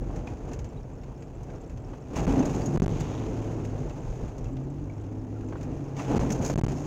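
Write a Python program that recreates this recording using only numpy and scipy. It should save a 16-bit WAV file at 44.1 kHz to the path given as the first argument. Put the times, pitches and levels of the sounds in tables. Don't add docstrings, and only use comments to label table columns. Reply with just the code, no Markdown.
import sys
import numpy as np
from scipy import signal
from scipy.fft import rfft, irfft, next_fast_len
from scipy.io import wavfile
from scipy.ndimage import uniform_filter1d

SR = 44100
rng = np.random.default_rng(int(sys.argv[2]) if len(sys.argv) > 2 else 0)


def generate_wav(signal):
    frames = np.transpose(np.atleast_2d(signal))
    scaled = np.clip(frames, -1, 1) * 32767
    pcm = np.round(scaled).astype(np.int16)
    wavfile.write(sys.argv[1], SR, pcm)


N = 302790
T = np.arange(N) / SR


def undb(db):
    return 10 ** (np.asarray(db) / 20)


def unit(x):
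    return x / np.sqrt(np.mean(x ** 2))


def together(*gains):
    return np.sqrt(sum(g ** 2 for g in gains))


def curves(table):
    seconds, *columns = np.transpose(table)
    return [np.interp(T, seconds, column) for column in columns]


def response(hz, points):
    f, db = np.transpose(points)
    octave = np.log2(np.maximum(hz, 1))
    beyond = np.abs(octave - np.clip(octave, np.log2(f[0]), np.log2(f[-1])))
    return undb(np.interp(octave, np.log2(f), db) - 20 * beyond)


def colour(x, points):
    size = next_fast_len(N)
    bins_hz = np.arange(size // 2 + 1) * SR / size
    shaped = rfft(x, size) * response(bins_hz, points)
    return unit(irfft(shaped, size)[:N])


def noise():
    return rng.standard_normal(N)


def walk(rate):
    size = int(SR / rate)
    held = noise()[np.arange(N) // size]
    return unit(uniform_filter1d(uniform_filter1d(held, size), size))


def patter(rate, spread_db, decay_s):
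    sizes = undb(spread_db * np.minimum(rng.exponential(size=N), 5))
    energy = (rng.random(N) < rate / SR) * sizes ** 2
    keep = np.exp(-2 / (decay_s * SR))
    ringing = signal.lfilter([1], [1, -keep], energy + 1e-12)
    return noise() * np.sqrt(ringing)


def add(out, s, x):
    part = out[int(s * SR):][:len(x)]
    part += x[:len(part)]


def rattle(count=70, db=-65, spread_db=8.0, decay_s=0.0047, low_hz=5480, high_hz=7450, detune=0.035):
    out, t = np.zeros(N), T[:SR // 30]
    for when, size, which, offset in rng.random((count, 4)):
        hz = (low_hz if which < .6 else high_hz) * (1 + detune * (offset - .5))
        tone = np.exp(-t / decay_s) * np.sin(2 * np.pi * hz * t)
        add(out, when * T[-1], undb(db + spread_db * size) * tone)
    return out * (1 + 0.51 * walk(900))


# (time [s], pitch [Hz], level [dB])
GEAR_WHINE = [(2.9, 244.4, -55), (3.2, 248, -40), (3.45, 254, -35.5), (4.3, 236, -57.5), (4.55, 262, -37.5),
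              (4.8, 249.5, -52.5), (5.3, 248, -45.5), (5.75, 251, -41), (6.2, 243.7, -63)]


def driveline(wobble=0.00649, rough_db=2):
    hz, db = curves(GEAR_WHINE)
    turns = np.cumsum(hz * (1 + wobble * walk(15))) / SR
    return undb(db + rough_db * walk(17)) * np.sin(2 * np.pi * turns)


# (time [s], crankshaft turns [Hz], drive of the boom [dB], drive of the upper-order growl [dB])
CRANKSHAFT = [(0, 41.38, -62, -37.5), (.6, 45.92, -48, -51), (2.1, 43.1, -49, -48), (2.5, 44.94, -48, -48),
              (2.7, 48.48, -30.5, -32), (3.05, 49.34, -31, -39.5), (3.25, 53.95, -33, -33),
              (3.5, 54.9, -31, -35), (3.7, 52.3, -33, -40), (3.85, 47, -36.5, -47.5),
              (4.35, 37.72, -53, -50), (4.56, 43.94, -35.5, -35), (4.95, 51, -35, -39),
              (5.35, 53.52, -33, -38), (5.7, 48.16, -38.5, -35), (6.0, 44.45, -36.5, -48),
              (6.25, 42.52, -32, -33.5), (6.55, 47.63, -33.5, -38), (6.87, 48.83, -37.5, -34.5)]
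# (multiple of the crank rate, relative level [dB])
ENGINE_ORDERS = [(2, 0.5), (2.5, -33.5), (3, -1.5), (4, -7), (5, -9.5), (5.5, -12.5), (6, -7.5), (6.5, -10),
                 (7, -9.5), (8, -7.5), (9, -17)]
# (frequency [Hz], gain [dB])
CABIN_RESONANCE = [(75, -19), (90, -17), (100, -4), (108, -5.5), (120, 3.5), (132, 1), (146, -0.5),
                   (156, -24.5), (215, -10.5), (262, -0.5), (320, -2.5), (370, -8), (420, -10.5),
                   (600, -11)]


def engine(rough_db=0.7, upper_rough_db=3.0, wobble=0.0025, scatter=0.068):
    hz, boom_db, growl_db = curves(CRANKSHAFT)
    turns = np.cumsum(hz * (1 + wobble * walk(24.83))) / SR
    out = 0
    for order, db in ENGINE_ORDERS:
        if order < 3.5:
            drive_db, slip = boom_db + rough_db * walk(22.47), 0
        else:
            drive_db = growl_db + upper_rough_db * walk(40)
            slip = 2 * scatter * walk(45)
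        gain = undb(db + drive_db) * response(order * hz, CABIN_RESONANCE)
        out = out + gain * np.sin(2 * np.pi * (order * turns + slip + rng.random()))
    return np.sqrt(2) * out


# (time [s], body shake level [dB], tyre roar level [dB])
TRACK_ROUGHNESS = [(0, -31, -40), (.55, -46.5, -40.5), (.8, -39.5, -44), (2.05, -44, -43.5),
                   (2.3, -35, -31), (3.0, -36, -35.5), (3.5, -39.5, -36), (4.0, -38.5, -39),
                   (4.6, -39.5, -43), (5.3, -43, -43), (5.65, -38, -39), (5.95, -42.5, -39),
                   (6.2, -36, -30.5), (6.87, -43, -37.5)]
# (time [s], body shake level [dB], tyre roar level [dB])
BUMPS_AND_RUTS = [(.16, -40, -39.5), (.31, -38.5, -40), (.49, -36, -40.5), (.62, -34.5, -56),
                  (.83, -51, -55), (1.16, -47, -64), (1.42, -40.5, -48), (1.54, -42, -42.5),
                  (1.76, -36.5, -60), (1.91, -38, -46.5), (2.2, -34, -29), (2.3, -29, -33.5),
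                  (2.85, -38, -33.5), (3.45, -40, -42), (3.76, -48, -60), (4.09, -31.5, -49),
                  (4.23, -34, -39), (4.45, -34.5, -47), (5.72, -34, -48), (6.16, -32, -30.5),
                  (6.44, -32, -32.5), (6.69, -35, -52)]
BUMP_SPREAD_S = 0.044


def ride():
    shake, roar = undb(curves(TRACK_ROUGHNESS))
    for s, shake_db, roar_db in BUMPS_AND_RUTS:
        swell = np.exp(-np.minimum(((T - s) / BUMP_SPREAD_S) ** 2 / 2, 20))
        shake = together(shake, undb(shake_db) * swell)
        roar = together(roar, undb(roar_db) * swell)
    return shake, roar


# (frequency [Hz], relative level [dB per Hz])
SHAKE_SPECTRUM = [(12, -39), (24, -10), (36, -2.5), (48, -0.5), (64, -4.5), (85, -7), (120, -6), (150, -17),
                  (200, -22)]
# (frequency [Hz], relative level [dB per Hz])
TYRE_SPECTRUM = [(70, -18), (110, 0), (141, 4), (175, 1.5), (212, -4.5), (250, 0), (310, -2.5), (365, -4),
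                 (446, -2), (520, -6.5), (610, -8.5), (820, -12.5), (1100, -22), (1800, -32)]


def road(shake, roar):
    rumble = colour(noise(), SHAKE_SPECTRUM)
    tyres = colour(patter(rate=900, spread_db=2.0, decay_s=0.017), TYRE_SPECTRUM)
    return rumble * shake + tyres * roar


# (time [s], pitch [Hz], relative level [dB])
RINGING_PARTS = [(0.274, 2480, -39), (.772, 3847, -56), (1.49, 1560, -45), (1.939, 1540, -45),
                 (2.392, 6290, -35), (2.619, 4650, -43), (2.662, 6700, -30.5), (2.998, 7620, -44),
                 (3.905, 2690, -45.5), (4.456, 2640, -50), (4.897, 2300, -47), (5.362, 1378, -43.5),
                 (5.434, 1380, -48), (5.528, 1539, -44), (5.556, 1510, -51), (6.0, 2003, -41),
                 (6.324, 6220, -38), (6.45, 6910, -32), (6.491, 6780, -37), (6.767, 5400, -41)]


def chinks(decay_s=0.0079, gain_db=-3, rise_s=0.00095, split=0.02, second=0.49):
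    out, t = np.zeros(N), T[:SR // 15]
    fade = np.exp(-t / decay_s) * (1 - np.exp(-t / rise_s))
    for s, hz, db in RINGING_PARTS:
        second_hz = hz * (1 + split * rng.standard_normal())
        pair = np.sin(2 * np.pi * hz * t) + second * np.sin(2 * np.pi * (second_hz * t + rng.random()))
        add(out, s, undb(db + gain_db) * fade * pair)
    return out * (1 + 0.36 * walk(700))


# (time [s], level before the fade [dB], centre frequency [Hz])
CHASSIS_KNOCKS = [(0.101, -39.5, 800), (0.273, -40.5, 800), (1.501, -53, 750), (1.933, -36.5, 710),
                  (2.166, -34, 830), (2.282, -20, 280), (2.312, -23, 198), (2.335, -18, 280),
                  (2.404, -22.5, 446), (2.59, -19.5, 130), (2.679, -17, 142), (2.76, -34, 790),
                  (3.005, -23, 151), (5.525, -34.5, 750), (5.555, -37.5, 840), (5.724, -27, 130.8),
                  (6.0, -32, 890), (6.1, -26, 300.5), (6.125, -34, 790), (6.146, -10.5, 198),
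                  (6.164, -34.5, 996), (6.208, -29.5, 780), (6.304, -16.5, 206), (6.397, -20.5, 168.9),
                  (6.498, -23, 560.6)]


def knocks(decay_s=0.0064, cycles=0.83, width=0.37):
    out, t = np.zeros(N), T[:SR // 6]
    for s, db, hz in CHASSIS_KNOCKS:
        edges_hz = [hz / (1 + width), hz * (1 + width)]
        band = signal.butter(2, edges_hz, "band", fs=SR, output="sos")
        ring = unit(signal.sosfilt(band, rng.standard_normal(len(t))))
        add(out, s, undb(db) * ring * np.exp(-t / (decay_s + cycles / hz)))
    return out


# (time [s], body level [dB], ring level [dB])
STONE_HITS = [(.161, -51, -53), (0.2722, -47, -60), (.5167, -52, -60), (.534, -47, -47.5),
              (0.591, -49.5, -50.5), (.6449, -54, -53), (1.0345, -53, -66), (1.2235, -52.5, -58.5),
              (1.433, -60, -55.5), (1.502, -54.5, -68), (1.6967, -55.5, -57), (1.7739, -55.5, -61),
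              (1.936, -54, -70), (2.16, -46, -44), (2.292, -54, -58), (2.393, -49, -46),
              (2.4545, -55, -38.5), (2.659, -59, -41), (3.0053, -40.5, -40), (3.6505, -48, -49),
              (3.896, -48.5, -57), (4.3814, -56, -52.5), (4.443, -55, -56), (4.568, -50.5, -65),
              (5.4864, -58, -57), (5.6108, -52, -55), (5.6303, -51, -51.5), (5.9669, -47, -51),
              (6.046, -48, -57), (6.165, -42.5, -54), (6.304, -38, -37.5), (6.3215, -48, -34),
              (6.4482, -42, -35), (6.4615, -47, -37), (6.4775, -62, -42), (6.4988, -40.5, -42)]
# (frequency [Hz], relative level [dB per Hz])
STONE_SPECTRUM = [(700, 5), (1500, 11.5), (2600, 10.5), (3600, 1.5), (5000, 1), (6500, -0.5), (7400, -2),
                  (8600, -20), (11000, -22), (16000, -27)]
# (frequency [Hz], relative level [dB per Hz])
SPRAY_SPECTRUM = [(2000, -44), (3300, -24.5), (4200, -12.5), (4800, -9), (5300, -7), (5900, -2),
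                  (6350, 3.5), (6900, 1), (7500, -9.5), (8300, -18), (9500, -23), (12000, -22),
                  (16000, -26.5)]


def ticks(decay_s=0.0086, body_db=0, ring_db=0):
    t = T[:SR // 10]
    burst = np.exp(-t / decay_s)
    body, ring = np.zeros(N), np.zeros(N)
    for s, low_db, high_db in STONE_HITS:
        add(body, s, undb(low_db + body_db) * burst)
        add(ring, s, undb(high_db + ring_db) * burst)
    return body * colour(noise(), STONE_SPECTRUM) + ring * colour(noise(), SPRAY_SPECTRUM)


SPLASH_ATTACK_S, DRUM_RELEASE_S, SPRAY_RELEASE_S, SHOWER_RELEASE_S = 0.047, 0.075, 0.048, 0.2


def plunge(s, length, release_s):
    build = np.clip((T - s) / SPLASH_ATTACK_S, 0, 1) ** 2
    return build * np.exp(-np.clip((T - s - length) / release_s, 0, 20))


# (time [s], length [s], bonnet level [dB], windscreen level [dB])
LATE_SHOWERS = [(2.876, 0.3, -50, -64.5), (3.747, 0.47, -65.5, -67)]
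# (frequency [Hz], relative level [dB per Hz])
BONNET_SPECTRUM = [(900, 13), (1600, -0.5), (2700, 2.5), (3700, -2.5), (4800, -13), (6500, -7.5),
                   (8500, -33)]


def shower():
    bonnet, glass = 0, 0
    for s, length, bonnet_db, glass_db in LATE_SHOWERS:
        falling = plunge(s, length, SHOWER_RELEASE_S)
        bonnet = bonnet + undb(bonnet_db) * falling
        glass = glass + undb(glass_db) * falling
    drops = patter(rate=1100, spread_db=2, decay_s=0.0024)
    return colour(drops, BONNET_SPECTRUM) * bonnet + colour(drops, SPRAY_SPECTRUM) * glass


# (time [s], length [s], floor pan level [dB], wheel arch level [dB],
# coarse wash level [dB], fine spray level before the spray gain [dB])
WHEEL_SPLASHES = [(2.118, 0.075, -35, -48, -40, -47.5), (2.232, 0.15, -31, -29, -45, -69),
                  (2.33, 0.14, -43, -29.5, -43.5, -56), (2.44, 0.2, -35.5, -41.5, -49.5, -51.5),
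                  (2.688, 0.17, -25, -38, -47, -51.5), (5.949, .06, -44, -39.5, -40.5, -48.5),
                  (6.058, 0.13, -36, -29, -41.5, -51.5), (6.167, 0.059, -36, -31, -45.5, -49.5),
                  (6.261, .05, -44, -47, -57, -48), (6.376, 0.16, -31.5, -56, -46, -45),
                  (6.54, 0.14, -31, -34, -43.5, -51.5)]


def water():
    power = np.zeros((4, N))
    for s, length, floor_db, arch_db, wash_db, spray_db in WHEEL_SPLASHES:
        drum = plunge(s, length, DRUM_RELEASE_S)
        fling = plunge(s, length, SPRAY_RELEASE_S)
        levels = [undb(floor_db) * drum, undb(arch_db) * drum, undb(wash_db) * fling, undb(spray_db) * fling]
        power += np.square(levels)
    return np.sqrt(power)


RUNOFF_S, RUNOFF_WASH_DB, RUNOFF_SPRAY_DB = 0.51, -9, -2.5


def runoff(flung):
    keep = np.exp(-2 / (RUNOFF_S * SR))
    return np.sqrt(signal.lfilter([1 - keep], [1, -keep], flung ** 2))


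# (frequency [Hz], relative level [dB per Hz])
WASH_SPECTRUM = [(400, -17), (800, 6), (1050, -0.5), (1300, -5), (1550, -6), (1900, -8.5), (2650, -7.5),
                 (3200, -14.5), (4200, -21.5), (7000, -28)]
GRIT_WASH_DB, GRIT_SPRAY_DB = -17, -24.5


def thrown(roar, wash, spray, fine_db=-6, spray_gain_db=-4.0, clump_db=0.63):
    on_panels = together(roar * undb(GRIT_WASH_DB), wash, runoff(wash) * undb(RUNOFF_WASH_DB))
    on_glass = together(roar * undb(GRIT_SPRAY_DB), spray, runoff(spray) * undb(RUNOFF_SPRAY_DB))
    shared = patter(rate=1100, spread_db=2.0, decay_s=0.0042)
    fine = patter(rate=300, spread_db=4.5, decay_s=0.0032)
    mixed = unit(shared) + undb(fine_db) * unit(fine)
    drops = colour(mixed, SPRAY_SPECTRUM) * undb(spray_gain_db)
    clumps = undb(clump_db * walk(35))
    return (colour(shared, WASH_SPECTRUM) * on_panels + drops * on_glass) * clumps


# (frequency [Hz], relative level [dB per Hz])
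PAN_SPECTRUM = [(40, -19), (75, -11), (120, 8), (165, 3.5), (220, -6), (285, -9), (380, -2.5), (600, -56)]
# (frequency [Hz], relative level [dB per Hz])
ARCH_SPECTRUM = [(190, -11), (245, -2.5), (266, -1), (287, -2.5), (310, -10), (360, -20), (600, -15.5)]


def puddles(floor, arch):
    pan = colour(patter(rate=240, spread_db=1, decay_s=0.0031), PAN_SPECTRUM)
    arches = colour(patter(rate=550, spread_db=1.5, decay_s=0.0019), ARCH_SPECTRUM)
    return pan * floor + arches * arch


def scene():
    shake, roar = ride()
    floor, arch, wash, spray = water()
    vehicle = engine() + driveline() + road(shake, roar) + chinks() + rattle() + knocks()
    wet = puddles(floor, arch) + thrown(roar, wash, spray) + shower()
    return (vehicle + wet + ticks())[None]


# (time [s], time pinned [s],
# time pinned on the rebound [s], relative thud level [dB])
PRESSURE_JOLTS = [(2.258, .01, .005, -10), (2.764, .01, 0, -8), (2.778, .0215, .017, -7),
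                  (2.847, .0145, .0145, -7), (2.884, .008, 0, -13), (6.15, .007, 0, -12),
                  (6.182, .012, 0, -9), (6.522, .004, 0, -22), (6.541, .017, .015, -9),
                  (6.597, .016, .019, -12), (6.651, .014, .014, -10)]
CROSSING_S = .004


def overload(x, coupling_hz=135, damping=0.95, arrival_db=-2, release_db=0, snap=0.17, snap_hz=3000):
    t = T[:SR // 50]
    swing = 2 * np.pi * coupling_hz * t
    fade = np.exp(-damping * swing)
    arrival = undb(arrival_db) * fade * np.sin(swing)
    onset = 1 - np.exp(-2 * np.pi * snap_hz * t)
    release = undb(release_db) * fade * np.sin(swing + snap) * onset
    thuds, free = np.zeros(N), np.ones(N)
    for s, push, rebound, db in PRESSURE_JOLTS:
        for start, hold, side in (s, push, 1), (s + push + CROSSING_S, rebound, -1):
            if hold > 0:
                add(thuds, start, side * undb(db) * arrival)
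                add(thuds, start + hold, side * undb(db) * release)
                free[int(start * SR):int((start + hold) * SR)] = 0
    return x * uniform_filter1d(free, size=24) + thuds


# (frequency [Hz], relative level [dB per Hz])
HISS_SPECTRUM = [(3000, 13), (6500, 5.5), (8500, 6), (11000, 3.5), (16000, 4)]
TOP_HZ = 16000


def record(dry, hiss_db=-80, low_cut_hz=11):
    picked_up = overload(dry + undb(hiss_db) * colour(noise(), HISS_SPECTRUM))
    low_cut = signal.butter(2, low_cut_hz, "high", fs=SR, output="sos")
    high_cut = signal.ellip(10, .2, 70, TOP_HZ, fs=SR, output="sos")
    return signal.sosfilt(high_cut, signal.sosfilt(low_cut, picked_up))


dry = scene()
out = record(dry)
generate_wav(out)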